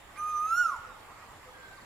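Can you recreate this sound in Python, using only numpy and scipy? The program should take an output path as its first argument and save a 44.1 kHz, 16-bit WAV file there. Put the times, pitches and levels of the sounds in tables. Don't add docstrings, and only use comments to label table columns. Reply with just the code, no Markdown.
import sys
import numpy as np
from scipy import signal
from scipy.fft import rfft, irfft, next_fast_len
from scipy.io import wavfile
from scipy.ndimage import uniform_filter1d, map_coordinates

SR = 44100
rng = np.random.default_rng(int(sys.argv[2]) if len(sys.argv) > 2 else 0)


def how_loud(loudness_db):
    steps = np.asarray(loudness_db, float) / 20
    return 10 ** steps


def store_wav(level_fs):
    pcm = np.round(np.clip(np.atleast_2d(level_fs), -1, 1) * 32767)
    wavfile.write(sys.argv[1], SR, pcm.T.astype(np.int16))


N = 81585
T = np.arange(N) / SR


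def unit(x):
    return x / np.sqrt(np.mean(x ** 2) + 1e-20)


def along(points, hz):
    f, v = np.transpose(points)
    return np.interp(np.log(hz + 1), np.log(f + 1), v)


def smooth_curve(rows):
    s, v = np.transpose(rows)
    slope = np.gradient(v, s)
    k = np.clip(np.searchsorted(s, T) - 1, 0, len(s) - 2)
    h = s[k + 1] - s[k]
    u = np.clip((T - s[k]) / h, 0, 1)
    step = (v[k + 1] - v[k]) * u * u * (1 + 2 * (1 - u))
    bend = h * u * (1 - u) * ((1 - u) * slope[k] - u * slope[k + 1])
    return v[k] + step + bend


def wobble(rate):
    return map_coordinates(rng.standard_normal(200), [T * rate])


def filtered(x, response):
    m = next_fast_len(N + SR)
    return irfft(rfft(x, m) * response(np.fft.rfftfreq(m, 1 / SR)), m)[..., :N]


def coloured(x, colour):
    return filtered(x, lambda hz: how_loud(along(colour, hz)))


def placed(x, pan, lag_s):
    side = np.array([[.5], [-.5]])
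    return filtered(x, lambda hz: how_loud(side * along(pan, hz)) * np.exp(-2j * np.pi * hz * side * lag_s))


def rush(spectrum, alike, patchy_db, wide, long):
    z = signal.stft(rng.standard_normal((2, N)), nperseg=512)[2]
    field = uniform_filter1d(rng.standard_normal(z.shape[1:]), wide, 0)
    field = uniform_filter1d(field, long, 1)
    pair = signal.istft(z * how_loud(patchy_db * unit(field)), nperseg=512)[1][:, :N]

    def mid_side(hz):
        turn = np.arccos(np.clip(along(alike, hz), -1, 1)) / 2
        return how_loud(along(spectrum, hz)) * [np.cos(turn), np.sin(turn)]

    mid, side = filtered(pair, mid_side)
    return unit(np.array([mid + side, mid - side]))


# (f/Hz, correlation)
ALIKE = [(40, .93), (80, .88), (140, .64), (300, .55), (640, .62), (1400, .4), (3000, 0), (15000, 0)]
# (f/Hz, level/dB per Hz)
TOWN = [(13, -38), (22, 1), (76, -0.5), (215, -8), (837, -4.5), (915, -3.5), (1170, -9), (1500, -9.5),
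        (1950, -11), (3300, -120)]


def town():
    return how_loud(-55 + .4 * wobble(1)) * rush(TOWN, ALIKE, patchy_db=1.25, wide=6, long=14)


# (f/Hz, level/dB per Hz)
LEAVES = [(710, -33.5), (1200, -6), (1720, -11.5), (2020, -9.5), (6440, -24), (7240, -21), (15200, -28.5)]


def leaves():
    return how_loud(-56 + .13 * wobble(1.4)) * rush(LEAVES, ALIKE, patchy_db=-1.66, wide=6, long=14)


# (f/Hz, level/dB)
INSECTS = [(6300, -34), (6750, -10), (7100, 3), (7500, 0.5), (7800, -33)]


def insects():
    band = [(20, -120)] + INSECTS + [(12000, -120)]
    chorus = rush(band, [(7000, .1)], patchy_db=-6.5, wide=5, long=3)
    return how_loud(-70.5 + 1.8 * wobble(70.07)) * chorus


# (f/Hz, left over right level/dB)
TOWN_PAN = [(100, -2), (2000, -2), (12000, -1.5)]


def background():
    bed = filtered(town() + leaves(), lambda hz: how_loud([[.5], [-.5]] * along(TOWN_PAN, hz)))
    return bed + insects()


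# (f/Hz, t60/s)
GARDEN = [(500, .8), (1400, .95), (3000, .6), (5500, .33), (10000, .4)]


def garden(x):
    _, t, z = signal_frames = signal.stft(rng.standard_normal((2, SR)), SR, nperseg=256)
    hz = signal_frames[0]
    decay = how_loud(-60 * t / along(GARDEN, hz)[:, None])
    a, b = signal.istft(z * decay, SR, nperseg=256)[1]
    u = np.arccos(.4) / 2
    tail = np.array([np.cos(u) * a + np.sin(u) * b, np.cos(u) * a - np.sin(u) * b])
    tail = tail * (1 - np.exp(-np.arange(len(a)) / SR / .02))
    tail = tail * how_loud(4 * wobble(40)[:len(a)])
    return signal.fftconvolve(x, tail / np.linalg.norm(tail[0]), axes=1)[:, :N]


# (t/s, level/dB)
CHATTER = [(0, -59), (.14, -60.5), (.3, -57.5), (1.02, -57.5), (1.13, -53.5), (1.3, -51.5), (1.42, -62),
           (1.52, -59.5), (1.85, -67)]
# (f/Hz, level/dB)
CROW = [(600, -58), (780, -4.5), (1000, -5.5), (1200, -1), (1400, -17.5), (1800, -19)]


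def far_crows():
    band = [(20, -120)] + CROW + [(4000, -120)]
    voices = rush(band, [(1000, .75)], patchy_db=5, wide=1, long=5)
    lumps = how_loud(np.interp(T, *np.transpose(CHATTER)) + 2.5 * wobble(25))
    return lumps * voices * how_loud([[-1.2], [1.2]])


def whistles(rows):
    out = np.zeros(N)
    for start, length, hz, end_hz, db in rows:
        u = np.clip((T - start) / length, 0, 1)
        turn = 2 * np.pi * np.cumsum(hz + (end_hz - hz) * u) / SR
        out += how_loud(db) * np.sin(np.pi * u) ** .45 * np.sin(turn)
    return out * how_loud(2.1 * wobble(44.83)) * np.sqrt(2)


# (t/s, length/s, start f/Hz, end f/Hz, level/dB)
AHEAD = [(0, .07, 3660, 3640, -68), (.42, .06, 1740, 1735, -63), (.43, .06, 2090, 2085, -66),
         (.895, .1, 872, 866, -58), (.9, .07, 3700, 3650, -67), (1.205, .04, 1920, 1915, -62),
         (1.772, .028, 1250, 950, -53), (1.44, .08, 510, 500, -59), (.86, .06, 520, 500, -60),
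         (1.8, .05, 1800, 1790, -65)]
# (t/s, length/s, start f/Hz, end f/Hz, level/dB)
ASIDE = [(1.525, .215, 1640, 1515, -54.5), (1.48, .2, 3385, 3375, -67), (1.728, .016, 4800, 4200, -66),
         (1.766, .022, 4900, 3950, -65), (1.806, .022, 4900, 4000, -63), (1.025, .01, 3900, 3000, -64)]


def far_birds():
    ahead = placed(whistles(AHEAD), [(1000, -3)], 0)
    aside = placed(whistles(ASIDE), [(1000, -4)], .00017)
    notes = ahead + aside
    return notes + how_loud(-8) * garden(notes) + far_crows()


# (delay t/s, left level/dB, right level/dB)
ECHOES = [(.0089, -6.5, -6.5), (.024, -17, -17), (.036, -16, -16), (.07, -19, -19), (.11, -21, -21),
          (.185, -23, -23), (.275, -28, -28)]


def echoes(call):
    def response(hz):
        dull = 1 / (1 + 1j * hz / 25000)
        return sum(how_loud([[left_db], [right_db]]) * np.exp(-2j * np.pi * hz * s) * dull
                   for s, left_db, right_db in ECHOES)
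    return filtered(call, response)


# (f/Hz, level/dB)
LEAF_SCATTER = [(2000, 0), (6000, 6), (10000, 16), (13000, 12)]


def leaf_scatter(call):
    return how_loud(-18.5) * garden(coloured(call, LEAF_SCATTER))


# (f/Hz, level/dB)
PUFF = [(600, -38), (800, -12), (1900, 5), (2600, -11), (4000, -11.5), (9000, -37), (10800, -20),
        (13000, -39)]


def puff():
    swell = np.exp(-((T - .167) / .0089) ** 2)
    return how_loud(-51) * swell * unit(coloured(rng.standard_normal(N), PUFF))


# (f/Hz, level/dB)
BEAK = [(1500, -37), (2500, 9), (4500, 2.5), (6500, -16), (9000, 6.5), (15000, -14)]


def breath():
    response = lambda hz: how_loud(along(BEAK, hz)) * (hz > 1300)
    return how_loud(-38) * unit(filtered(rng.standard_normal(N), response))


# (level/dB re fundamental on the low note, same at the top of the rise)
OVERTONES = [(-29, -29), (-46, -37), (-45, -25), (-22, -25), (-39, -52), (-41, -33), (-38, -36), (-34, -35),
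             (-42, -52), (-38, -54), (-47, -58)]
STRAIN_DB = [20, 0, 0, 0, 6, 6, 20, 12, 8, 4, 12]


def overtones(turn, pitch, falling, croak):
    jitter = unit(uniform_filter1d(rng.standard_normal(N), size=300))
    shake = (.03 + .07 * falling) * jitter
    low_hz, top_hz = 1235, 1350
    open_beak = np.clip((pitch - low_hz) / (top_hz - low_hz), 0, 1)
    out = np.zeros(N)
    for k, ((low_db, top_db), strain_db) in enumerate(zip(OVERTONES, STRAIN_DB), 2):
        db = low_db + (top_db - low_db) * open_beak + strain_db * croak
        db = db - .22 * k * falling + 3 * wobble(24)
        out += how_loud(db) * np.sin(k * (turn + shake) + k * k)
    return out


# (t/s, f/Hz)
PITCH = [(.16, 1206), (.30, 1233), (.38, 1215), (.46, 1266), (.54, 1370), (.60, 1453), (.65, 1367),
         (.70, 1206), (.785, 799)]
# (t/s, level/dB)
EFFORT = [(.152, -75), (.175, -46.5), (.2, -38), (.25, -35.5), (.42, -33), (.55, -28), (.63, -26),
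          (.73, -37), (.785, -55)]


def koel():
    pitch = smooth_curve(PITCH)
    effort_db = np.interp(T, *np.transpose(EFFORT), left=-130, right=-130)
    effort_db = uniform_filter1d(effort_db, size=301)
    falling = np.maximum(-np.gradient(pitch) * SR / 1000, 0)
    pitch = pitch * (1 - .3 * np.exp(-np.maximum(T - .158, 0) / .005))
    turn = 2 * np.pi * np.cumsum(pitch) / SR
    croak = np.exp(-(np.maximum(T - .18, 0) / .019) ** 2)
    whistle = np.sin(turn) * (1 + .46 * croak * np.sin(.29 * turn))
    voice = whistle + overtones(turn, pitch, falling, croak) + breath()
    return how_loud(effort_db) * np.sqrt(2) * voice + puff()


# (f/Hz, left over right level/dB)
HEAD_SHADE = [(1000, -2), (2500, -8.5), (6000, -6), (12000, -6.5)]


def scene():
    call = placed(koel(), HEAD_SHADE, -.000021)
    return call + echoes(call) + leaf_scatter(call) + far_birds() + background()


def roll_off(x):
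    return signal.sosfilt(signal.butter(12, 15400, fs=SR, output="sos"), x)


def record(dry):
    return roll_off(dry)


dry = scene()
out = record(dry)
store_wav(out)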